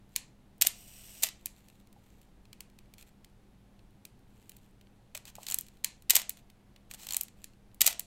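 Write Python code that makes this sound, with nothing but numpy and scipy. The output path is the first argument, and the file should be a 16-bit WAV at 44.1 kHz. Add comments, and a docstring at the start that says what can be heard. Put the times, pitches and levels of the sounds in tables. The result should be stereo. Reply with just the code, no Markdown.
"""A soft rub and the click of a speed ring, then a mechanical film camera fires three times, close up
in stereo in a small, quiet room. The first exposure is slow and its escapement whirrs; between shots
fingers tap and rub the body, the film lever ratchets and the ring clicks again.
Blows are fast-dying noise bursts that ring the metal parts; sliding is noise in grains of uneven size.
A short room tail, rumble, hiss and hum lie underneath."""
import sys
import numpy as np
from scipy import signal
from scipy.fft import rfft, irfft, next_fast_len
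from scipy.io import wavfile
from scipy.ndimage import uniform_filter1d

SR = 44100
rng = np.random.default_rng(int(sys.argv[2]) if len(sys.argv) > 2 else 0)


def materialize(psi):
    """Save the field psi as 16-bit PCM at rate SR to the path in sys.argv[1].

    A 1-D psi becomes a single channel; in a 2-D psi each row is a channel.
    """
    bounded = np.clip(np.atleast_2d(psi).T, -1, 1)
    quanta = np.round(bounded * 32767).astype(np.int16)
    wavfile.write(sys.argv[1], SR, quanta)


N = 355429
LEAD_S = .004  # scrape ahead of each blow

# Spectra of shutter, film winder and controls: f/Hz, level/dB
SHUTTER_TONE = [(200, -34), (400, -24.5), (680, -13.5), (900, -17), (1600, -16), (1950, -9.5), (2800, -6),
                (5200, -5), (7400, -1.5), (9200, -2), (10400, -9), (12100, 1), (14800, -4), (16000, -14)]
WINDER_TONE = [(180, -56), (300, -23.5), (787, -5.5), (1510, -9.5), (3130, -4), (4230, -6.5), (4750, -8),
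               (7950, -2), (10400, -12), (11300, -6.5), (12500, -5.5), (15200, -10), (16000, -8.5)]
CONTROL_TONE = [(300, -28.5), (700, -19.5), (1060, -10), (1380, -25), (1850, -7), (2450, -5), (3500, -4.5),
                (4200, -2), (5200, -4.5), (7500, 2.5), (8700, -3), (9700, -0.5), (11000, -2.5),
                (16000, -4.5)]
# Direct sound: f/Hz, left-right correlation
NEAR_CORRELATION = [(300, .92), (600, 1), (1100, 0.51), (2200, 1), (4400, 0.69), (8000, .66), (15000, .48)]
# Exposures: release/s, close/s, opening/dB, closing/dB, extra closing knock/dB, button up/s, button/dB
SHOTS = [(0.6131, 1.2364, -10, -13, -3.5, 1.4583, -22.5), (6.0979, 6.1656, -8.5, -11.5, -0.5, 6.2942, -21),
         (7.8082, 7.8762, -9, -12.5, 1.5, 7.995, -21.5)]
# Latch frees mirror; mirror hits, chatters, settles; first curtain meets its brake, slides, stops:
# delay/s, level/dB, t60/s, ring/Hz, knock/dB, brightness/dB
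OPENING = [(0, -5, 0.012, 12270, -9.5, -2.5), (.0079, 0.5, 0.0046, 12300, -5.5, 0),
           (.0094, -5.5, .016, 7400, -5.5, -2.5), (.036, -20.5, .013, 7200, 17, -2),
           (.0518, -19, .008, 6770, 1.5, -3.5), (.054, -12.5, .008, 12040, -1.5, -4),
           (.0569, -1, .008, 11200, -6.5, 1.4)]
# Film lever strokes: end stop/s, level/dB, time stretch of the tooth run
STROKES = [(5.5435, -14, .992), (7.1674, -13.5, 1.025)]


def amp(db):
    """Decibels to gain."""
    return 10 ** (np.asarray(db) / 20)


def unit(x):
    """Scale to rms 1."""
    return x / np.sqrt(np.mean(x ** 2) + 1e-20)


def along(points, hz):
    """Interpolate (f/Hz, value) points on a log axis."""
    f, v = np.transpose(points)
    return np.interp(np.log(hz + 1), np.log(f), v)


def filtered(x, response):
    """Apply a complex frequency response."""
    size = next_fast_len(N + SR // 2)
    return irfft(rfft(x, size) * response(np.fft.rfftfreq(size, 1 / SR)), size)[..., :N]


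def ringing(x, modes):
    """x plus the resonances it shakes; modes: f/Hz, width/Hz, level/dB."""
    return filtered(x, lambda f: 1 + sum(amp(db) * 1j * f * width / (hz * hz - f * f + 1j * f * width)
                                         for hz, width, db in modes))


def minimum_phase(gain):
    """Causal response with the given gains."""
    cepstrum = irfft(np.log(np.maximum(gain, 1e-6)))
    half = len(cepstrum) // 2
    return np.exp(rfft(np.r_[cepstrum[0], 2 * cepstrum[1:half], np.zeros(half)]))


def spread(pair, correlation, hz):
    """Mix two independent spectra into correlated left and right."""
    angle = np.arccos(np.clip(along(correlation, hz), 0, 1)) / 2
    mid, side = pair[0] * np.cos(angle), pair[1] * np.sin(angle)
    return np.array([mid + side, mid - side])


def coloured(pair, tone, correlation):
    """Stereo sound of rms 1 from two excitations and a spectrum."""
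    size = next_fast_len(N + SR // 2)
    hz = np.fft.rfftfreq(size, 1 / SR)
    spectrum = spread(rfft(pair, size), correlation, hz) * amp(along(tone, hz))
    return unit(irfft(spectrum, size)[:, :N])


def add(track, s, sound):
    """Mix a sound in at time s."""
    span = track[:, round(s * SR):][:, :sound.shape[1]]
    span += sound[:, :span.shape[1]]


def contact(tone, t60_s, ring_hz, ring_db, knock_db, bright_db):
    """Parts scrape, meet and ring in a crowd of fast-dying modes. Rows: left, right, room send."""
    size, rise_s = 4096, .05 * t60_s
    t, hz = np.arange(size) / SR - LEAD_S, np.fft.rfftfreq(size, 1 / SR)
    age_s = np.maximum(t, 0)
    blow = (1 - np.exp(-age_s / rise_s)) * amp(-60 * age_s / t60_s)
    scrape = amp(-22) * np.exp(-np.abs(t) / .0009)
    burst = rfft(rng.choice([-1, 1], (2, size)) * (blow + scrape))
    burst /= np.sqrt(uniform_filter1d(np.abs(burst) ** 2, size=120))  # a hard blow feeds all bands alike
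    beam = minimum_phase(amp(ring_db / (1 + ((hz - ring_hz) / 650) ** 2)))  # one mode faces the mic
    direct = beam * spread(burst, NEAR_CORRELATION, hz)
    send = np.exp(-2j * np.pi * hz * (LEAD_S + rise_s))  # modes even out over all directions
    colour_db = along(tone, hz) + knock_db / (1 + (hz / 1300) ** 4)
    colour_db += bright_db * np.tanh(np.log((hz + 1) / 6500) * 2)
    click = irfft(np.vstack([direct, send]) * minimum_phase(amp(colour_db)))
    return click / np.linalg.norm(click[:2].mean(0)) * np.sqrt(SR / 1000)  # energy of 1 ms at rms 1


def clicks(rows, tone, ring_db, gain_db=0):
    """Mix contacts; rows: t/s, level/dB, t60/s, ring/Hz, knock/dB, brightness/dB."""
    out = np.zeros((3, N))
    for s, db, t60_s, ring_hz, knock_db, bright_db in rows:
        click = contact(tone, max(t60_s, .002), ring_hz, ring_db, knock_db, bright_db)
        add(out, s - LEAD_S, amp(db + gain_db) * click)
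    return out


def placed(run, s, db, knock_db=0, stretch=1):
    """Rows for a run of contacts set off at time s."""
    return [(s + stretch * delay_s, db + level_db, t60_s, hz, knock + knock_db, bright_db)
            for delay_s, level_db, t60_s, hz, knock, bright_db in run]


def friction(spans, tone, scatter_db, slips_per_s):
    """Tiny uneven slips that swell and fade; spans: start/s, end/s, level/dB."""
    t = np.arange(N) / SR
    swell = sum(amp(db) * np.sqrt(np.abs(np.sin(np.pi * np.clip((t - start) / (end - start), 0, 1))))
                for start, end, db in spans)
    slips = amp(scatter_db * rng.standard_normal(N))[(t * slips_per_s).astype(int)]
    return swell * coloured(slips * rng.standard_normal((2, N)), tone, NEAR_CORRELATION)


def background(floor_db=-58.5, hum_gain_db=-1):
    """Low room rumble, faint hiss and steady hum."""
    partials = [(48.4, -70.5), (96.9, -74.5), (199.2, -67.5)]  # f/Hz, level/dB
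    floor_tone = [(20, 1), (55, -1), (70, -11.5), (115, -3), (172, -11), (210, -9), (330, -14.5),
                  (660, -21), (780, -20), (1200, -27.5), (3900, -33.5), (5200, -38), (12000, -40),
                  (16000, -46.5)]  # f/Hz, level/dB
    correlation = [(60, 0.29), (180, 0.8), (550, 0.36), (1650, 0.41), (4970, 0.37), (15000, 0.04)]  # f/Hz, left-right correlation
    t = np.arange(N) / SR
    hum = sum(amp(db + hum_gain_db) * np.sqrt(2) * np.sin(2 * np.pi * (hz * t + rng.random()))
              for hz, db in partials)
    return hum + amp(floor_db) * coloured(rng.standard_normal((2, N)), floor_tone, correlation)


def finger_rubs():
    """Skin slides on the body."""
    rubs = [(.1, .16, -70), (1.32, 1.83, -68.5), (1.95, 2.3, -73), (2.975, 3.035, -56.5),
            (3.06, 3.1, -64.5), (4.28, 4.72, -70), (5.62, 5.82, -73.5), (6.36, 6.41, -63.5),
            (7.36, 7.46, -69)]  # start/s, end/s, level/dB
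    skin_tone = [(200, -30), (700, -9), (1400, -8.5), (2500, 1.5), (4200, -0.5), (5200, -9), (7500, 1),
                 (10500, -9.5), (12500, -0.5), (16000, -13)]  # f/Hz, level/dB
    return friction(rubs, skin_tone, scatter_db=6.5, slips_per_s=600)


def speed_ring():
    """A detent ball leaves its notch and snaps into the next; the ring resonates."""
    turns = [(0.1614, -16), (5.8451, -15), (7.4422, -33)]  # t/s, level/dB
    detent = [(-.0052, -29, .007, 4300, 3, -5), (0, -0.5, .009, 9600, 2.5, 0.5)]  # delay/s, level/dB, t60/s, ring/Hz, knock/dB, brightness/dB
    ring_modes = [(1760, 95, -2), (2350, 43, -8.5), (4150, 80, -6), (6690, 80, -10), (7280, 110, -9)]  # f/Hz, width/Hz, level/dB
    rows = [row for s, db in turns for row in placed(detent, s, db)]
    return ringing(clicks(rows, CONTROL_TONE, ring_db=3, gain_db=-.5), ring_modes)


def finger_taps(tick_count=20):
    """Fingers tap and bump the hollow body; the shifting grip adds faint random ticks."""
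    taps = [(1.6847, -49.5, 3), (1.9278, -52, 4.5), (2.215, -53, 4), (2.4536, -55.5, -3.5),
            (2.5299, -41, 0), (2.6058, -33.5, 3), (2.788, -47.5, 0), (2.938, -45, 1.5), (2.9823, -46.5, 1),
            (3.0254, -45, 3), (3.2456, -46.5, -0.5), (3.792, -58.5, -7), (4.052, -36, 4), (4.4946, -36, 7),
            (4.5667, -44.5, 8.5), (4.8115, -56, -9), (5.3639, -48, 1), (5.6658, -49, 3),
            (5.6843, -46.5, 2.5), (6.0223, -48, 5), (6.5007, -51, 1.5), (6.7617, -50.5, -5),
            (7.2827, -45.5, 0), (7.7451, -46.5, 10)]  # t/s, level/dB, brightness/dB
    tap_tone = [(200, -27), (700, -2.5), (1400, -8), (2400, 1.5), (4000, -3.5), (8000, -1.5), (12000, -5.5),
                (16000, -3)]  # f/Hz, level/dB
    bumps = [(1.962, -53.5, 810, 0.052), (5.153, -41, 610, 0.036), (5.3835, -30.5, 670, 0.012),
             (5.3852, -35, 970, 0.012)]  # t/s, level/dB, f/Hz, t60/s
    tick_s = np.linspace(LEAD_S, N / SR, tick_count, endpoint=False)
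    tick_s += rng.random(tick_count) * (N / SR / tick_count - LEAD_S)
    ticks = [(s, -61 + 2.5 * force, 6 * colour)
             for s, (force, colour) in zip(tick_s, rng.standard_normal((tick_count, 2)))]
    out, t = np.zeros((3, N)), np.arange(SR // 8) / SR
    for s, db, bright_db in list(taps) + ticks:
        tap = contact(tap_tone, t60_s=.011, ring_hz=4020, ring_db=4.5, knock_db=-3.5, bright_db=bright_db)
        add(out, s - LEAD_S, amp(db) * tap)
    for s, db, hz, t60_s in bumps:
        envelope = amp(db - 60 * t / t60_s) * (1 - np.exp(-t / .001))
        add(out, s, envelope[None] * np.sin(2 * np.pi * hz * t))
    return out


def shutter():
    """Mirror and curtains hit their stops, shaking the metal shell and the slow-dying springs."""
    # Second curtain lands; mirror drops, rebounds; linkage falls back
    closing = [(-.0028, -3.5, .008, 7700, -1, -1), (0, -0.5, .012, 7200, 4.5, -1.5),
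               (.0075, -13, .012, 7560, 4.5, -5.5), (.031, -21, 0.018, 2940, 8.5, -3),
               (.051, -20, 0.013, 5200, 6, -4)]  # delay/s, level/dB, t60/s, ring/Hz, knock/dB, brightness/dB
    shell_modes = [(2050, 70, -7.5), (3019, 90, -8.5), (3820, 70, -5.5), (6710, 80, -12), (7467, 190, -7.5),
                   (7963, 120, -8), (9100, 59, -6), (11900, 130, -12), (12220, 120, -11.5)]  # f/Hz, width/Hz, level/dB
    spring_modes = [(618, 2, 1), (696, 2, 1)]  # f/Hz, width/Hz, level/dB
    rows = []
    for release_s, close_s, open_db, close_db, knock_db, *_ in SHOTS:
        rows += placed(OPENING, release_s, open_db) + placed(closing, close_s, close_db, knock_db)
    return ringing(clicks(rows, SHUTTER_TONE, ring_db=3.5), shell_modes + spring_modes)


def curtains():
    """Cloth curtains slide across the film gate; after the second, the mirror linkage runs down."""
    first = [(0.043, 0.053, -31.5)]  # start/s, end/s, level/dB; relative to release
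    second = [(-.014, 0, -18.5), (.006, 0.045, -27.5)]  # start/s, end/s, level/dB; relative to closing
    spans = []
    for release_s, close_s, open_db, close_db, *_ in SHOTS:
        for s, db, runs in [(release_s, open_db, first), (close_s, close_db, second)]:
            spans += [(s + start_s, s + end_s, db + run_db) for start_s, end_s, run_db in runs]
    return friction(spans, SHUTTER_TONE, scatter_db=-.5, slips_per_s=720)


def escapement(tick_hz=380, jitter=.15, t60_s=.022, scatter_db=2, rise_s=.11, growth_db_per_s=9):
    """A rocking pallet brakes the gears during the slow first exposure; its ticks blur into a whirr."""
    tick_tone = [(300, -23), (680, -7), (1000, -20.5), (1550, -14.5), (2800, -5), (4400, -9), (5600, -5.5),
                 (6300, -7.5), (8200, -3), (9300, -6.5), (10700, -15.5), (11800, -6), (14000, -5.5),
                 (16000, -13)]  # f/Hz, level/dB
    plate_modes = [(2600, 150, -5.5), (2900, 180, -3), (4160, 300, -12), (5760, 220, 1.5), (7990, 150, 2.5),
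                   (8340, 170, 3.5), (9330, 180, -2), (11800, 280, 0.5), (14300, 300, -6)]  # f/Hz, width/Hz, level/dB
    t = np.arange(N) / SR
    rate_hz = tick_hz * (1 + jitter * rng.standard_normal(N)[(t * tick_hz).astype(int)]).clip(.1)
    teeth = np.cumsum(rate_hz) / SR
    age_s = (teeth % 1) / tick_hz
    ticks = amp(scatter_db * rng.standard_normal(N)[teeth.astype(int)] - 60 * age_s / t60_s)
    whirr = ringing(coloured(ticks * rng.standard_normal((2, N)), tick_tone, NEAR_CORRELATION), plate_modes)
    release_s, close_s = SHOTS[0][:2]
    running_s = t - release_s - OPENING[-1][0]  # since the first curtain stopped
    gate = np.clip(running_s / rise_s, 0, 1) * (t < close_s)
    return gate * amp(-57 + growth_db_per_s * running_s) * unit(whirr)


def release_button():
    """The button springs back and bounces after each exposure."""
    rebound = [(0, 0, 0.0094, 13400, 3.5, 5), (.0095, -17.5, 0.0096, 2300, 4, 0.5)]  # delay/s, level/dB, t60/s, ring/Hz, knock/dB, brightness/dB
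    rows = [row for *_, s, db in SHOTS for row in placed(rebound, s, db)]
    return clicks(rows, CONTROL_TONE, ring_db=9)


def film_lever(rattle_knock_db=-2, rattle_bright_db=1.5):
    """The lever rattles in its play, then its pawl skips over the teeth, faster and harder, to the stop."""
    play = [(5.1489, -27.5, 0.029, 2250), (5.167, -38, .011, 8000), (5.1746, -33, 0.0116, 9550),
            (5.2534, -40.5, .0094, 4420), (5.3537, -37.5, 0.01, 6970), (5.4317, -38, 0.0055, 7360),
            (6.9118, -32.5, 0.0156, 2370), (6.9377, -35.5, 0.0067, 8600), (6.9438, -35, 0.023, 9400),
            (7.0327, -42, 0.015, 7100), (7.0686, -31, 0.0098, 14500)]  # t/s, level/dB, t60/s, ring/Hz
    tooth_run = [(-.0775, -15.5, 0.0102, 4450, -13, 0.5), (-.0588, -12.5, .012, 4380, -4, 3),
                 (-.0428, -11.5, 0.0033, 3180, -3, 6.5), (-.0322, -10.5, .009, 7050, 5.5, 6.5),
                 (-.0222, -9, 0.0103, 8100, -5.5, 1)]  # delay from stop/s, level/dB, t60/s, ring/Hz, knock/dB, brightness/dB
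    end_stop = [(0, 0, 0.006, 9000, -7, 8.5), (.0433, -5, .008, 11600, -19, 6.5),
                (.0665, -14.5, .006, 12300, -9, 11.5)]  # same columns; lever hits, pawl drops in, lever comes home
    wheel_modes = [(3200, 230, -7), (4400, 280, 0), (7060, 350, 0)]  # f/Hz, width/Hz, level/dB
    rattles = [(*rattle, rattle_knock_db, rattle_bright_db) for rattle in play]
    teeth = [row for s, db, stretch in STROKES for row in placed(tooth_run, s, db, stretch=stretch)]
    stops = [row for s, db, _ in STROKES for row in placed(end_stop, s, db)]
    wheel = ringing(clicks(teeth, WINDER_TONE, ring_db=7, gain_db=-2), wheel_modes)
    return wheel + clicks(rattles + stops, WINDER_TONE, ring_db=6.5, gain_db=-1)


def gear_drag(slack_s=.17, pull_s=.075, overrun_s=.016):
    """The lever swings; the gears drag lightly as they take up the film, hardest just before the stop."""
    swings = [(5.25, 5.31, -53.5), (6.895, 6.965, -59), (6.975, 7.06, -54), (7.18, 7.26, -60.5)]  # lever out or back: start/s, end/s, level/dB
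    slack = [(stop_s - slack_s, stop_s - pull_s / 2, db - 44) for stop_s, db, _ in STROKES]
    pull = [(stop_s - pull_s, stop_s + overrun_s, db - 34) for stop_s, db, _ in STROKES]
    return friction(list(swings) + slack + pull, WINDER_TONE, scatter_db=4, slips_per_s=1100)


def room(send, build_s=.00061, segments=14):
    """A short diffuse tail, drawn anew for each time segment as the camera moves."""
    decay = [(200, .35), (800, .3), (2500, 0.28), (7000, 0.28), (12000, 0.14), (16000, 0.061)]  # f/Hz, t60/s
    correlation = [(300, 0.99), (3000, .75), (7000, 0.29), (15000, .1)]  # f/Hz, left-right correlation
    wet_tone = [(500, -12), (1300, -8.5), (2500, -11), (7000, -15.5), (14000, -11.5)]  # f/Hz, level/dB
    out = np.zeros((2, N))
    for part in np.array_split(np.arange(N), segments):
        hz, t, noise = signal.stft(rng.standard_normal((2, SR // 2)), SR, nperseg=256)
        bands = spread(noise, correlation, hz[:, None]) * amp(-60 * t / along(decay, hz)[:, None])
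        tail = signal.istft(bands * (1 - np.exp(-t / build_s)), SR)[1]
        tail /= np.linalg.norm(tail[0])
        add(out, part[0] / SR, signal.fftconvolve(send[None, part], tail, axes=1))
    return filtered(out, lambda f: amp(along(wet_tone, f)))


def scene():
    """Blows and sliding parts, heard directly and through the room."""
    body_modes = [(2500, 250, -8), (2940, 160, -9), (4210, 410, -4)]  # top plate and lens barrel: f/Hz, width/Hz, level/dB
    blows = shutter()
    blows += ringing(speed_ring() + release_button() + finger_taps() + film_lever(), body_modes)
    sliding = ringing(gear_drag(), body_modes) + curtains() + escapement() + finger_rubs()
    reverb = room(blows[2] + sliding.mean(0))
    return blows[:2] + sliding + reverb + background()


def record(dry):
    """Steep low-pass at 16 kHz."""
    return filtered(dry, lambda hz: 1 / (1 + (hz / 16000) ** 120))


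dry = scene()
out = record(dry)
materialize(out)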